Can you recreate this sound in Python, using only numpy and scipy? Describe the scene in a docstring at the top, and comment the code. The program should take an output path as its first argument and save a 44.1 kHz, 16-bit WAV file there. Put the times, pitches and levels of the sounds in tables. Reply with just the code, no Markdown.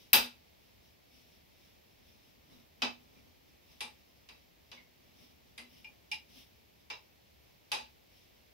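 """A felt duster is wiped over a whiteboard in a small classroom, by a hand that also holds a marker pen.
The felt is coloured noise that follows the speed of each stroke, and its drag makes the board rumble.
Now and then duster and marker knock on the board: damped modes and dense bands ring, and the room spreads them.
A few gliding sine tones are stick-slip squeaks. A phone with two microphone ports listens over a quiet,
nearly steady noise floor."""
import sys
import numpy as np
from scipy import signal
from scipy.fft import rfft, irfft
from scipy.io import wavfile
from scipy.ndimage import uniform_filter1d

SR = 44100
rng = np.random.default_rng(int(sys.argv[2]) if len(sys.argv) > 2 else 0)


def log_audio(samples):
    """Write samples as a 16-bit WAV file to the path given in sys.argv[1]."""
    # one column per channel
    frames = np.atleast_2d(samples).T
    # limit to full scale, then quantise
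    limited = np.clip(frames, -1, 1)
    pcm = np.round(limited * 32767).astype(np.int16)
    wavfile.write(sys.argv[1], SR, pcm)


N = 376173  # length of the scene in samples

# Separately placed strokes of the felt, most of them firm.
# Each row: time of full speed in seconds, hiss level in dB.
PLACED_STROKES = [(.03, -64.5), (.87, -75), (1.18, -65), (1.319, -68), (1.65, -67.5), (2.099, -67.5),
                  (2.28, -69.5), (2.55, -67.5), (3.17, -70.5), (3.73, -66), (4.1, -71.5), (5.229, -62.5),
                  (5.77, -63.5), (6.38, -57.5), (8.2, -67)]
# Spectrum of the felt's hiss. Each row: frequency in Hz, relative level in dB.
FELT_SPECTRUM = [(200, -22), (1300, -19), (2300, 0.5), (3600, 4.5), (4400, -4), (5400, 6.5), (7200, -16),
                 (10000, -8), (13500, -8), (15500, -6)]
# Spectrum of the board's rumble under the drag. Each row: frequency in Hz, relative level in dB.
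RUMBLE_SPECTRUM = [(30, -12.5), (60, 2.5), (150, -7), (250, 5), (330, -7), (600, -9.5), (1200, -16.5),
                   (4000, -39)]
# Rumble under a light stroke, as the hand travels over the board. Each row: time in seconds, level in dB.
RUMBLE_LEVEL = [(0, -76), (.6, -78.5), (1.3, -75.5), (2.3, -72), (2.6, -64), (3.3, -66.5), (3.8, -75.5),
                (5.3, -70), (6.3, -71.5), (7.2, -79.5), (8.5, -78.5)]
# The left port is brighter. Each row: frequency in Hz, left minus right in dB.
PORT_SHADOW = [(300, 1), (2500, -1), (5300, 0.5), (6600, 10), (10500, 17.5), (12400, 5), (14200, 10.5)]
# Tilt of rumble and room tone between the ports. Each row: frequency in Hz, left minus right in dB.
FLOOR_TILT = [(60, 1.5), (700, 0.5), (3000, -1), (5000, -1), (6500, 3), (10000, 1), (13000, -2)]
STROKE_HALF_S = .056  # a stroke speeds up and slows down over about this time
RUMBLE_FOLLOW = 0.51  # dB of rumble per dB of hiss
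LIGHT_DB = -74.5  # hiss of the light strokes


def wiping():
    """Friction noise: the felt hisses with stroke speed, catching unevenly; its drag makes the board rumble."""
    t = np.arange(N) / SR
    rub, drag = 0, 0
    for s, db in PLACED_STROKES + light_strokes():
        speed = np.exp(-.5 * np.minimum(np.abs(t - s) / STROKE_HALF_S, 10) ** 2)
        rub = np.hypot(rub, undb(db) * speed)
        drag_over_light = undb(RUMBLE_FOLLOW * (db - LIGHT_DB))
        drag = np.maximum(drag, drag_over_light * speed)
    times, levels_db = np.transpose(RUMBLE_LEVEL)
    drag = drag * undb(np.interp(t, times, levels_db))
    catching = undb(1.1 * walk(rate=46))
    felt = flutter(hiss(FELT_SPECTRUM, PORT_SHADOW), depth_db=1.5)
    rumble = hiss(RUMBLE_SPECTRUM, FLOOR_TILT)
    return catching * (rub * felt + drag * rumble)


LIGHT_EVERY_S, LIGHT_JITTER_S = .22, .03  # spacing of the light strokes and its scatter


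def light_strokes(count=48):
    """Near-periodic excitation: the hand keeps going to and fro; rows of (seconds, hiss dB)."""
    lateness = rng.standard_normal(count)
    return [(k * LIGHT_EVERY_S + LIGHT_JITTER_S * late, LIGHT_DB) for k, late in enumerate(lateness)]


def flutter(x, depth_db):
    """Patchy friction: bits of felt grip and let go, so each stretch of the spectrum swells and fades alone."""
    frames = signal.stft(x, nperseg=512)[2]
    patches = rng.standard_normal(frames.shape[1:])
    patches = uniform_filter1d(patches, size=3, axis=0)  # over frequency
    patches = uniform_filter1d(patches, size=5, axis=1)  # over time
    return unit(signal.istft(frames * undb(depth_db * unit(patches)))[1][:, :N])


# Blows of duster and marker; edge, flat and body are 0 for a usual blow, and the grip retunes the marker.
# Each row: start in seconds, strength in dB, landing on an edge in dB, landing flat in dB,
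# ring of the duster's body in dB, share of the marker in dB, marker pitch in Hz.
KNOCKS = [ (0.131, -25, 8.5, 3, -6, -12.5, 2684), (2.8197, -36, -11, 13, -2.5, -2.5, 2597),
          (3.8060, -44.5, 6.5, -1.5, -2, -7, 2370), (4.2878, -58.5, -0.5, 1, -20, -8.5, 2350),
          (4.7155, -56, -5, 3, -10.5, -7, 2960), (5.5779, -53, 7, 11.5, -19.5, -3.5, 2070),
          (5.845, -71, -9.5, 6, 13, 17.5, 2416), (6.115, -47, 3.5, -13, 3, 5.5, 2412),
          (6.9007, -49, -12.5, -15, 2, -0.5, 2350), (7.7172, -37.5, 4.5, -4, 4.5, -12, 2490), ]
# Hard contact between duster and board. Each row: frequency in Hz, nominal width in Hz, relative level in dB.
CLACK_MODES = [(1654, 100, -9), (1968, 100, -3), (2340, 130, 0), (2604, 170, 3), (2870, 390, -2),
               (3255, 80, -0.5), (3580, 140, 0), (3940, 55, 1.5), (3930, 140, 0), (3963, 60, -2),
               (4330, 66, -6), (4630, 90, -2.5), (4890, 340, -2.5), (5840, 300, -12), (6290, 420, -13),
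               (6200, 73, -15.5)]
# The whole board on its backing. Each row: frequency in Hz, nominal width in Hz, relative level in dB.
THUMP_MODES = [(244, 18, -10.5), (241.5, 10, 5.5)]
# The board's densely packed modes. Each row: frequency in Hz, relative level in dB.
PANEL_SPECTRUM = [(20, -34.5), (60, -15), (150, -21), (320, -8.5), (470, -4), (620, -4), (780, -3),
                  (1020, 1), (1190, -2), (1320, -5.5), (1480, -4), (2400, -11.5), (5000, -32),
                  (12000, -54.5)]
# The body of the duster. Each row: frequency in Hz, nominal width in Hz, relative level in dB.
HOLLOW_MODES = [(855, 32, 0.0018)]
# The marker's close modes. Each row: multiple of its pitch, nominal width in Hz, relative level in dB.
MARKER_MODES = [(.97, 70, -7), (1, 70, -0.5), (1.17, 89.7, -4.5)]
# Noisy treble of the blow. Each row: frequency in Hz, relative level in dB.
TICK_SPECTRUM = [(2000, -37.5), (5500, -11.5), (6800, -5.5), (8200, -1), (10300, 3.5), (11800, -6),
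                 (13000, -10), (15500, -19)]
# Small hard parts meeting. Each row: frequency in Hz, nominal width in Hz, relative level in dB.
PING_MODES = [(13930, 440, -1), (14100, 230, -6.5), (13900, 250, -7)]
# what a usual blow gives each part, relative to its clack (dB)
THUMP_DB, PANEL_DB, HOLLOW_DB, OVERTONE_DB, TICK_DB, PING_DB = -21, -6.5, -10.5, -9, -16.5, -29.5
RATTLE_ABOVE_DB, RATTLE_GROWTH = -34.5, 3.1  # past this strength the ping gains this many extra dB per dB
TAIL_LENGTH, TAIL_LOSS_PER_DB = 0.82, .018  # relative length of the tail; a tap of the marker dies sooner
# the grip retunes the overtone less than the main pitch: exponent OVERTONE_GIVE
USUAL_MARKER_HZ, OVERTONE_HZ, OVERTONE_GIVE, OVERTONE_WIDTH_HZ = 2370, 5170, 0.44, 160
# past this share the marker lands first, and the panel loses this many dB per dB
MARKER_FIRST_DB, PANEL_SPARED = 1.5, 5.5
# dB per dB: the overtone follows the marker, a flat landing mutes it; an edge spares the panel
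OVERTONE_FOLLOW, FLAT_MUTES, EDGE_SPARES = .5, 0.22, 0.21


def knocks(size=22050):
    """Impact excitation: how a blow lands weights the modes; levels are rms over a tenth of a second."""
    out = np.zeros((2, N))
    for s, strength_db, edge_db, flat_db, body_db, marker_db, marker_hz in KNOCKS:
        marker = [(multiple * marker_hz, width, db) for multiple, width, db in MARKER_MODES]
        overtone_hz = OVERTONE_HZ * (marker_hz / USUAL_MARKER_HZ) ** OVERTONE_GIVE
        overtone = [(overtone_hz, OVERTONE_WIDTH_HZ, 0)]
        panel_loss_db = EDGE_SPARES * edge_db + PANEL_SPARED * max(marker_db - MARKER_FIRST_DB, 0)
        overtone_db = OVERTONE_DB + OVERTONE_FOLLOW * marker_db - FLAT_MUTES * flat_db
        rattle_db = RATTLE_GROWTH * max(strength_db - RATTLE_ABOVE_DB, 0)
        parts = [
            (ring(CLACK_MODES, size), 0),
            (ring(THUMP_MODES, size), THUMP_DB + flat_db),
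            (colour(PANEL_SPECTRUM, size), PANEL_DB - panel_loss_db),
            (ring(HOLLOW_MODES, size), HOLLOW_DB + body_db),
            (ring(marker, size), marker_db),
            (ring(overtone, size), overtone_db),
            (colour(TICK_SPECTRUM, size), TICK_DB + edge_db),
            (ring(PING_MODES, size), PING_DB + rattle_db),
        ]
        length = TAIL_LENGTH * np.exp(-TAIL_LOSS_PER_DB * marker_db)
        blow = sum(undb(strength_db + db) * part * spread(length, size) for part, db in parts)
        add(out, s, blow * np.sqrt(SR / 10))
    return out


SKIRT = 0.2526  # extra steepness of a resonance's flanks


def ring(modes, size):
    """Modal response: damped resonances, weighted a little differently as every blow lands elsewhere."""
    f = bins(size) + 1e-3
    power = 0
    for hz, width, db in modes:
        detuning = (f / hz - hz / f) * hz / width
        # the skirts fall off faster than a lone mode's
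        power = power + undb(db + rng.standard_normal()) ** 2 / (1 + detuning ** 2) ** (1 + SKIRT)
    return causal(np.sqrt(power))


PATCHY_DB = 2  # unevenness of densely packed modes


def colour(points, size):
    """Modal overlap: densely packed modes merge into a broad spectrum with chance clusters."""
    f = bins(size)
    clusters = np.interp(f / 110, np.arange(400), rng.standard_normal(400))  # one draw every 110 Hz
    return causal(undb(along(points, f) + PATCHY_DB * clusters))


# Ring of board and room; a bend over 1 holds on, then drops. Each row: band centre in Hz, build-up in seconds,
# time to fall 60 dB in seconds at relative length 1, bend as an exponent without unit.
ROOM_BANDS = [(100.5, 0.012, .25, 1.5), (239.8, 0.0061, 0.18, 2), (500, .005, .23, 1.8),
              (910, .005, 0.25, 1.3), (2410, 0.0022, 0.27, 1.0), (4500, 0.0011, 0.26, 1.2),
              (8020, .001, .23, 1.1), (14000, .001, .19, 1)]
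# First arrivals at the ports. Each row: delay in seconds, relative level in dB.
ARRIVALS = [(0, 0), (.0038, -7.5)]
# The knocks' thump reaches both ports alike. Each row: frequency in Hz, side minus mid in dB.
KNOCK_WIDTH = [(60, -6), (220, -9.5), (380, -5), (700, 0), (1290, 3.5), (2380, -2.5), (4400, -3), (8000, 0)]
DIRECT_DB, CONTACT_S = 12, 0.0014  # strength and decay time of the contact burst
BITE_S = 0.00057  # time the contact takes to build up


def spread(length, size):
    """Direct and reverberant sound: contact burst, an early bounce, then a tail whose lows swell late."""
    t, f = np.arange(size) / SR, bins(size)
    noise = rfft(rng.standard_normal((2, size)))
    first = 0
    for s, db in ARRIVALS:
        first = first + undb(DIRECT_DB + db) * (t >= s) * np.exp(-np.abs(t - s) / CONTACT_S)
    first = first * (1 - np.exp(-t / BITE_S))
    centres = np.log([row[0] for row in ROOM_BANDS])
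    out = 0
    for pick, (hz, rise, t60, bend) in zip(np.eye(len(ROOM_BANDS)), ROOM_BANDS):
        band = irfft(noise * np.interp(np.log(f + 1), centres, pick))
        decay = np.exp(-np.log(1000) * (t / (t60 * length)) ** bend)
        tail = (1 - np.exp(-t / rise)) * decay
        # mostly the treble radiates straight from the point of contact
        shape = np.hypot(tail, first * hz ** 2 / (hz ** 2 + 1300 ** 2))
        out = out + band * unit(shape)
    out = rfft(out)
    # the many paths share the energy evenly over each stretch of the spectrum
    energy = uniform_filter1d(uniform_filter1d(np.abs(out) ** 2, size=61), size=61)
    out = out / np.sqrt(energy)
    return ports(*out, KNOCK_WIDTH, size) * balance(PORT_SHADOW, size)


# Squeaks of the rubbing duster. Each row: start in seconds, length in seconds, start pitch in Hz,
# end pitch in Hz, level at mid-squeak before the room in dB, unsteadiness as a fraction of the pitch.
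SQUEAKS = [(2.52, 0.046, 3970, 3830, -66.5, 0), (3.148, 0.044, 2367, 2400, -68.5, 0.02),
           (4.764, 0.0313, 2330, 2050, -53.5, 0.07), (5.74, 0.044, 2920, 2810, -68, .035)]


def squeaks(size=22050):
    """Stick-slip oscillation: the duster sticks and slips at a gliding, unsteady rate; the room carries it on."""
    out, t = np.zeros((2, N)), np.arange(size) / SR
    for s, length, start_hz, end_hz, db, unsteady in SQUEAKS:
        progress = np.clip(t / length, 0, 1)
        glide_hz = start_hz + (end_hz - start_hz) * progress
        hz = glide_hz * (1 + unsteady * walk(rate=370)[:size])
        swell = undb(db) * np.sqrt(2) * np.sin(np.pi * progress)
        tone = swell * np.sin(2 * np.pi * np.cumsum(hz) / SR)
        add(out, s, rfft(tone) * spread(0.84, size))
    return out


# Spectrum of room murmur and microphone hiss. Each row: frequency in Hz, relative level in dB.
FLOOR_SPECTRUM = [(15, -39), (25, -22), (69, -1.5), (99, -8), (188, -11), (240, -12.5), (389, -12),
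                  (433, -12.5), (537, -14), (598, -13), (1450, -24.5), (2230, -18.5), (5280, -24),
                  (9050, -36), (12500, -26), (15500, -25)]
FLOOR_DB = -63.5


def room_tone():
    """Stationary background noise: low room murmur and microphone hiss, barely wavering."""
    return undb(FLOOR_DB + .3 * walk(rate=5.1)) * hiss(FLOOR_SPECTRUM, FLOOR_TILT)


# Steady noise at the two ports. Each row: frequency in Hz, side minus mid in dB.
HISS_WIDTH = [(30, -4.5), (110, -4), (200, -2), (380, 3), (700, 3), (1290, 3), (2380, -3), (4400, -2.5),
              (8000, 1.5)]


def hiss(points, tilt):
    """Diffuse field: steady stereo noise of a given colour, rms 1."""
    noise = ports(*rfft(rng.standard_normal((2, N))), HISS_WIDTH, N)
    return unit(irfft(noise * undb(along(points, bins(N))) * balance(tilt, N), N))


def ports(mid, side, width, size):
    """Spatial coherence: spectra of diffuse sound at two ports, alike in the bass, opposed near 1 kHz."""
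    share = undb(along(width, bins(size)))
    return np.array([mid + share * side, mid - share * side]) / np.sqrt(1 + share ** 2)


def balance(points, size):
    """Level difference between ports: left and right gains that keep the total power."""
    lean = undb(along(points, bins(size)))
    return np.array([lean, np.ones_like(lean)]) * np.sqrt(2 / (1 + lean ** 2))


def causal(gain):
    """Minimum phase: a response that starts at once, from the folded cepstrum of its spectrum; rms 1."""
    cepstrum = irfft(np.log(gain + 1e-9))
    cepstrum[1:len(gain) - 1] *= 2
    cepstrum[len(gain):] = 0
    return unit(np.exp(rfft(cepstrum)))


def walk(rate):
    """Slow modulation: interpolated chance values, spread near 1, with rate new values a second."""
    knots = rng.standard_normal(N // 100)
    return np.interp(np.arange(N) / SR * rate, np.arange(len(knots)), knots)


def add(out, s, spectrum):
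    """Superposition: mix a short sound, given as its spectrum, in at time s."""
    sound = irfft(spectrum)
    start = int(s * SR)
    count = min(sound.shape[1] * 4 // 5, N - start)  # the last fifth is left out
    out[:, start:start + count] += sound[:, :count]


def undb(db):
    """Level to amplitude: decibels to gain."""
    return 10 ** (np.asarray(db) / 20)


def along(points, hz, axis=1):
    """Logarithmic frequency scale: read one column of a table over log frequency."""
    points = np.array(points, float)
    return np.interp(np.log(hz + 1e-3), np.log(points[:, 0]), points[:, axis])


def bins(size):
    """Discrete spectrum: frequencies in Hz for that many samples."""
    return np.arange(size // 2 + 1) * SR / size


def unit(x):
    """Effective value: scale to rms 1."""
    return x / np.sqrt(np.mean(np.abs(x) ** 2))


def scene():
    """Superposition of sources: wiping, knocks and squeaks over the quiet room."""
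    return wiping() + knocks() + squeaks() + room_tone()


TOP_HZ = 15700


def record(dry):
    """Band limitation: the phone cuts the top with a steep elliptic low-pass."""
    lowpass = signal.ellip(10, .2, 70, TOP_HZ, fs=SR, output="sos")
    return signal.sosfilt(lowpass, dry)


dry = scene()
out = record(dry)
log_audio(out)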